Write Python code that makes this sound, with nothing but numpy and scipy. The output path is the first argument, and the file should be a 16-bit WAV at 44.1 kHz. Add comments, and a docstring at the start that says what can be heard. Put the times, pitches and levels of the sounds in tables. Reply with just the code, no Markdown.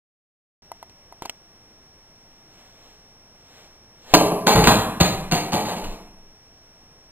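"""Machete against a full bottle

A machete swishes into a full plastic bottle on a table in a small tiled kitchen. The blade rings but does
not cut: the water thuds, the shell drums and crackles, and the bottle hits the wall, falls, bounces and
rolls out on the floor. We listen through a small camera, just switched on and still clicking from the
hand: air buffets its microphone, and its coarse, whining converter puts grit on everything."""
import sys
import numpy as np
from scipy import signal
from scipy.fft import rfft, irfft, next_fast_len
from scipy.io import wavfile
from scipy.ndimage import uniform_filter1d

SR = 44100
rng = np.random.default_rng(int(sys.argv[2]) if len(sys.argv) > 2 else 0)


def master(y):
    """Save y as 16-bit WAV."""
    cut = np.clip(np.atleast_2d(y).T, -1, 1)
    pcm = np.round(cut * 32767)  # scale
    wavfile.write(sys.argv[1], SR, pcm.astype(np.int16))


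N = 313551
TIME = np.arange(N) / SR

# Table levels are relative: each layer is trimmed further in the mix.
# blade on bottle, the plastic folding round it, then two jolts as the bottle takes off:
# t/s, thud/dB, shell/dB, crackle/dB, crumple/s, give/s
CHOP_HITS = [(4.1378, -16.5, 0, 3.5, .0065, 0.0028), (4.147, -23.5, -4, -6.5, .006, 0.0018),
             (4.209, -44, -12, -38.5, .0086, 0.00056), (4.318, -19, -16, -40, .008, 0.0016)]
# ring-out of the water-filled bottle and the steel blade: f/Hz, level/dB, t60/s
CHOP_RING = [(179, -20, 0.81), (302, -17, 0.44), (414, -23.5, 1.8), (420, -39.5, 2.1), (598, -22.5, 0.92),
             (653, -20.5, 0.47), (730, -2, 0.033), (659, -24, 1.9), (797, -30, 0.67), (1013, -32.5, 2.1),
             (985, -20, .12), (3020, -27, 0.27), (3509, -49, .9), (4748, -44, 1.6), (5300, -45.5, 1.1)]
# the edge cracking into taut plastic: f/Hz, level/dB
CRACK_EQ = [(300, -19.5), (900, -3), (1400, 4.5), (2000, -1), (2800, 2), (3500, -1), (4400, 6.5),
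            (5400, -2)]
# bottle on wall and floor: t/s, thud/dB, shell/dB, crackle/dB, crumple/s, give/s, floor boom/dB
LANDINGS = [(4.465, -38, -18.5, -19, 0.028, 0.0031, -56), (4.552, -17, -24, -30, 0.051, 0.00098, -16),
            (4.635, -25, -21.5, -19.5, 0.016, 0.0079, -48), (4.6713, -10, -14, -11.5, .005, .001, -34),
            (5.0, -12.5, -13, -13.5, 0.0097, 0.0064, -31.5),
            (5.311, -19.5, -21.5, -20.5, 0.021, 0.01113, -52),
            (5.519, -25.5, -23.5, -28, 0.031, 0.00966, -50), (5.645, -36, -33, -36, 0.057, 0.017, -60)]
# low thud and hollow drum of the bottle, its water and what it lands on: f/Hz, width/Hz, level/dB
THUD_PEAKS = [(75, 42, -3), (102, 27, 1.5), (171, 46, 5), (219, 36, 0.5), (311, 73, -8.5)]
SHELL_PEAKS = [(200, 61, -0.5), (333, 52, -1), (418.7, 92, 0.5), (612.7, 100, 3), (662, 110, 4.5),
               (848, 113, 2), (924, 88, 0.5), (1130, 103, -4.5)]
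# snapping plastic: f/Hz, level/dB
CRACKLE_EQ = [(300, -15.5), (900, -6), (1400, -2.5), (2000, -5.5), (2700, -1), (3400, -7.5), (4400, 2.5),
              (5400, -16.5)]
# boom of the floor under the bottle: f/Hz, level/dB, t60/s
FLOOR_MODES = [(53.3, -2, 1), (110.6, 1.5, 0.36)]
# fingers on the camera case: t/s, thud/dB, knock/dB, tick/dB
TOUCHES = [(0.7167, -64, -23, -37), (0.8275, -68, -27.5, -41), (0.895, -66, -51, -44.5),
           (1.1244, -68, -31.5, -46), (1.2215, -21.5, -22, -30.5), (1.2523, -50, -30.5, -32),
           (1.256, -30, -21.5, -25.5), (1.296, -66, -35, -25)]
# the knocked case, and its button snapping back: f/Hz, level/dB, t60/s
CASE_MODES = [(682, -16.5, 0.06), (792, -12, 0.031), (907, -1.5, 0.016), (1210, -24, 0.027),
              (2020, -16, 0.03)]
BUTTON_MODES = [(2250, -42, 0.023), (2890, -18.5, 0.011), (3160, -28, 0.011), (4050, -55, .014)]
# fingers rubbing the case as the grip tightens: f/Hz, level/dB
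GRIP_EQ = [(150, -2), (400, 6), (900, -1), (1800, -5), (2900, 1), (3800, -5), (5400, -9)]
# peaks of sleeve rustle as the blade is aimed and lifted: t/s, level/dB
SLEEVE_MOVES = [(2.61, -55.5), (2.87, -56.5), (3.59, -50.5)]
# colour of sleeve and swish: f/Hz, level/dB
SWISH_EQ = [(60, -7.5), (200, 2.5), (700, 9), (1400, 2), (2500, 3), (4300, 4.5), (5400, -2)]
# peaks of stirred air reaching the microphone: t/s, level/dB
AIR_PUFFS = [(4.14, -35.5), (4.66, -42.5), (5.19, -26), (5.86, -29.5)]
# rumble of that air: f/Hz, level/dB
BUFFET_EQ = [(18, 0.5), (32, -11), (55, -17.5), (110, -26), (250, -43.5), (600, -83)]
# reverb time of the tiled room: f/Hz, t60/s
ROOM_DECAY = [(60, 0.36), (200, 1), (500, 0.7), (1000, 0.8), (2000, 0.72), (5000, 0.45)]
# standing waves between the tiled walls: f/Hz, level/dB
STANDING_WAVES = [(113, -2.5), (183, -6), (304, -0.5), (404, -1.5), (454, 1), (550, -6.5), (586, -9.5),
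                  (704, -6), (835, -5.5), (903, -3), (1058, -2)]
# background hush: f/Hz, level/dB
HUSH_EQ = [(20, 7.5), (40, -0.5), (80, 0.5), (150, -0.5), (300, -4), (800, -6.5), (1400, -13),
           (2000, -12.5), (3200, -15), (5400, -14.5)]
# third-octave band edges: f/Hz
BAND_EDGES = 16 * 2 ** np.arange(0, 8.6, 1 / 3) * 1.06


def chop(room, ring_db=1.5, room_db=-7.5, crack_room_db=-12.5, low_cut_hz=170):
    """The hero hit: the blow lands close to the microphone and leaves blade and bottle ringing."""
    thud, shell, crack = bottle(CHOP_HITS, CRACK_EQ, grain_db=-2.0, push_db=27.5, rap_db=24.5)
    body = butter(thud + shell, low_cut_hz, "high")  # a bottle in free air radiates little bass
    ring = through(clicks([CHOP_HITS[0][0]], [ring_db]), ringing(CHOP_RING))
    send = from_db(room_db) * body + from_db(crack_room_db) * crack
    return body + crack + ring + through(send, room)


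def bottle(hits, snap_eq, grain_db, push_db, rap_db, slosh_db=-6.5, hard_give_s=0.002):
    """Three layers per hit: the mass of water thuds, the shell drums, the plastic buckles in snaps."""
    s, thud_db, shell_db, crackle_db, crumple, give = np.transpose(hits)
    # the water pushes once the shell has given way, then sloshes while the plastic crumples
    push = clicks(s + give, thud_db + push_db)
    slosh = bursts(s, thud_db + slosh_db, crumple, give) * rng.standard_normal(N)
    thud = butter(through(push + slosh, resonances(THUD_PEAKS)), hz=450, kind="low")
    # one sharp rap, softer for a slow give; then the crumpling keeps driving the shell
    rap = clicks(s, shell_db + rap_db - 20 * np.log10(1 + give / hard_give_s))
    crumpling = bursts(s, shell_db, crumple, give) * rng.standard_normal(N)
    shell = butter(through(rap + crumpling, resonances(SHELL_PEAKS)), hz=1500, kind="low")
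    # a fast random gain breaks the noise into grains
    flicker = rms_one(uniform_filter1d(rng.standard_normal(N), size=40))
    snaps = rms_one(from_db(grain_db * flicker))
    crackle = bursts(s, crackle_db, crumple, give) * snaps * noise(snap_eq)
    return thud, shell, crackle


def tumble(room, direct_db=8.0, room_db=4.0, thud_db=9.5, thud_room_db=-3.5):
    """Landings, slaps and roll: the clatter splashes off the walls, the thuds carry through the floor."""
    landings, boom_db = np.array(LANDINGS)[:, :-1], np.array(LANDINGS)[:, -1]
    hits = np.vstack([landings, slaps(landings), roll()])
    thud, shell, crackle = bottle(hits, CRACKLE_EQ, grain_db=5.5, push_db=19, rap_db=19)
    clatter = shell + crackle
    boom = through(clicks(landings[:, 0], boom_db), ringing(FLOOR_MODES))
    # the floor radiates nothing far below its lowest mode
    floor = butter(from_db(thud_db) * thud + boom, hz=38, kind="high")
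    echoes = through(from_db(room_db) * clatter + from_db(thud_room_db) * thud, room)
    return from_db(direct_db) * clatter + floor + echoes


def slaps(landings, delay_s=0.043, thud_db=-14.5, shell_db=-13.5, crackle_db=-14.5):
    """After each landing the bottle's other end slaps down, softer and more drawn out."""
    extra_crumple_s, extra_give_s = 0.003, 0.0016
    return landings + [delay_s, thud_db, shell_db, crackle_db, extra_crumple_s, extra_give_s]


def roll(count=5, start_s=5.686, step_s=0.073, loss_db=1.5, crumple_s=0.017, give_s=0.006):
    """Hits of the bottle rolling out: a knock at every part turn, fading ever faster."""
    layers_db = np.array([-53, -32.5, -34])  # thud, shell, crackle
    return [(start_s + step_s * turn, *(layers_db - loss_db * turn ** 2), crumple_s, give_s)
            for turn in range(count)]


def handling(room, room_db=-43, wall_s=0.0043, wall_db=-29):
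    """Fingertips knock and rub the camera case and a button snaps; the nearest wall answers once."""
    settling = np.add(TOUCHES, [0.003, -27, -14, -13])  # each finger settles with a lighter touch
    s, thud_db, knock_db, tick_db = np.vstack([settling, TOUCHES]).T
    thud = through(clicks(s, thud_db), ringing([(410, 1.7, 0.0082)]))
    soft_fingertip = signal.butter(1, [600, 1700], "band", fs=SR, output="sos")
    knock = signal.sosfilt(soft_fingertip, through(clicks(s, knock_db + 2), ringing(CASE_MODES)))
    tick_eq = [(500, -21), (1500, -7), (2800, -1.5), (3600, -6.5), (4500, 2.0), (5400, 0.0)]
    tick = bursts(s, tick_db, decay_s=0.0032, attack_s=0.00042) * noise(tick_eq)
    button = through(clicks(s[-1:], 0), ringing(BUTTON_MODES))  # on the last touch
    rub = bursts(times=[1.221], levels_db=-42.5, decay_s=0.05, attack_s=0.0015) * noise(GRIP_EQ)
    direct = thud + knock + tick + button + rub
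    reflection = from_db(wall_db) * np.interp(TIME - wall_s, TIME, direct)
    return direct + reflection + from_db(room_db) * through(direct, room)


def swing(rustle_width_s=0.093, swish_db=-35.5):
    """The sleeve rustles, then the swish grows as the blade speeds up and stops at the blow."""
    sleeve = sum(from_db(db) / (1 + ((TIME - s) / rustle_width_s) ** 2) for s, db in SLEEVE_MOVES)
    swish = swells([(CHOP_HITS[0][0], swish_db)], rise_db_per_s=190.5, fall_db_per_s=1302.5)
    return (sleeve + swish) * noise(SWISH_EQ)


def buffet(rise_db_per_s=381.5, eddy_db=-15.5):
    """Puffs of stirred air rumble on the microphone, each leaving weak, slowly dying eddies."""
    puffs = swells(AIR_PUFFS, rise_db_per_s, fall_db_per_s=122)
    eddies = from_db(eddy_db) * swells(AIR_PUFFS, rise_db_per_s, fall_db_per_s=29.5)
    return (puffs + eddies) * noise(BUFFET_EQ)


def kitchen(waves_db=-14.0, build_up_s=0.00067):
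    """Room response: dense echoes off the tiles bloom and die band by band, over a few standing waves."""
    t = TIME[:2 * SR]
    tail = sum(np.sqrt(hz) * energy_one(band * from_db(-60 * t / at_hz(ROOM_DECAY, hz)))
               for hz, band in noise_bands(len(t)))
    waves = ringing([(hz, db, at_hz(ROOM_DECAY, hz)) for hz, db in STANDING_WAVES])
    reverb = energy_one(tail) + from_db(waves_db) * energy_one(waves)
    return energy_one(reverb * (1 - np.exp(-t / build_up_s)))


def hush(level_db=-55.5):
    """A faint, steady noise bed under the action."""
    return from_db(level_db) * noise(HUSH_EQ)


def clicks(times, levels_db):
    """One sample per contact."""
    out = np.zeros(N)
    out[np.round(np.asarray(times) * SR).astype(int)] = from_db(levels_db)
    return out


def bursts(times, levels_db, decay_s, attack_s):
    """Envelope of contacts that swell as the surface gives way, then die; overlaps add in power."""
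    power, t = np.zeros(N), TIME[:SR // 2]
    for s, db, decay, attack in np.broadcast(times, levels_db, decay_s, attack_s):
        start = round(s * SR)
        envelope = from_db(db) * (1 - np.exp(-t / attack)) * np.exp(-t / decay)
        power[start:start + len(t)] += envelope ** 2
    return np.sqrt(power)


def swells(peaks, rise_db_per_s, fall_db_per_s):
    """A fader ride up to each peak (t/s, level/dB) and down again."""
    return sum(from_db(db - np.maximum(rise_db_per_s * (s - TIME), fall_db_per_s * (TIME - s)))
               for s, db in peaks)


def ringing(modes):
    """Decaying sines (f/Hz, level/dB, t60/s): a body's answer to one sharp blow."""
    t = TIME[:2 * SR]
    return sum(from_db(db - 60 * t / t60) * np.sin(2 * np.pi * hz * t) for hz, db, t60 in modes)


def resonances(peaks):
    """Impulse response of broad parallel resonances with alternating signs; energy 1."""
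    t = TIME[:SR]
    modes = (from_db(db) * width * np.exp(-np.pi * width * t) * np.cos(2 * np.pi * hz * t)
             for hz, width, db in peaks)
    return energy_one(sum((-1) ** k * mode for k, mode in enumerate(modes)))


def noise(eq):
    """Steady noise shaped by an EQ curve (f/Hz, level/dB), up to the converter's limit; rms 1."""
    size = next_fast_len(N)
    hz = np.fft.rfftfreq(size, 1 / SR)
    gain = from_db(at_hz(eq, np.maximum(hz, 1))) * (hz > 10) * (hz < SR / 8)
    return rms_one(irfft(rfft(rng.standard_normal(size)) * gain, size)[:N])


def noise_bands(size):
    """Third-octave bands of unrelated noise: centre/Hz, samples."""
    for low, high in zip(BAND_EDGES, BAND_EDGES[1:]):
        band = butter(rng.standard_normal(size + SR // 2), [low, high], "band")[SR // 2:]
        yield np.sqrt(low * high), rms_one(band) * np.sqrt(high - low)


def through(x, response):
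    """x as heard through an impulse response."""
    return signal.oaconvolve(x, response)[:N]


def butter(x, hz, kind):
    return signal.sosfilt(signal.butter(2, hz, kind, fs=SR, output="sos"), x)


def at_hz(curve, hz):
    curve_hz, values = np.transpose(curve)
    return np.interp(np.log(hz), np.log(curve_hz), values)


def from_db(db):
    return 10 ** (np.asarray(db) / 20)


def rms_one(x):
    return x / np.sqrt(np.mean(x ** 2) + 1e-20)


def energy_one(x):
    return x / np.sqrt(np.sum(x ** 2) + 1e-20)


def scene():
    """All layers meet at one microphone, which feeds both channels."""
    room = kitchen()
    mono = chop(room) + tumble(room) + handling(room) + swing() + buffet() + hush()
    return np.array([mono, mono])


def record(dry):
    """The converter switches on, whines, overloads and holds samples, mirroring sound into the treble."""
    whine_hz, whine_db = 5359.8, -55
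    switch_on_s, hold_samples, cutoff_hz = 0.621, 4, 15400
    whine = from_db(whine_db) * np.sqrt(2) * np.sin(2 * np.pi * whine_hz * TIME)
    live = np.clip(dry + whine, -1, 1) * (TIME > switch_on_s)
    left, right = np.repeat(live[:, ::hold_samples], hold_samples, axis=1)[:, :N]
    left = np.pad(left, (hold_samples, 0))[:N]  # the left channel runs one held sample late
    high_cut = signal.ellip(10, 0.2, 70, cutoff_hz, fs=SR, output="sos")
    return signal.sosfilt(high_cut, [left, right])


dry = scene()
out = record(dry)
master(out)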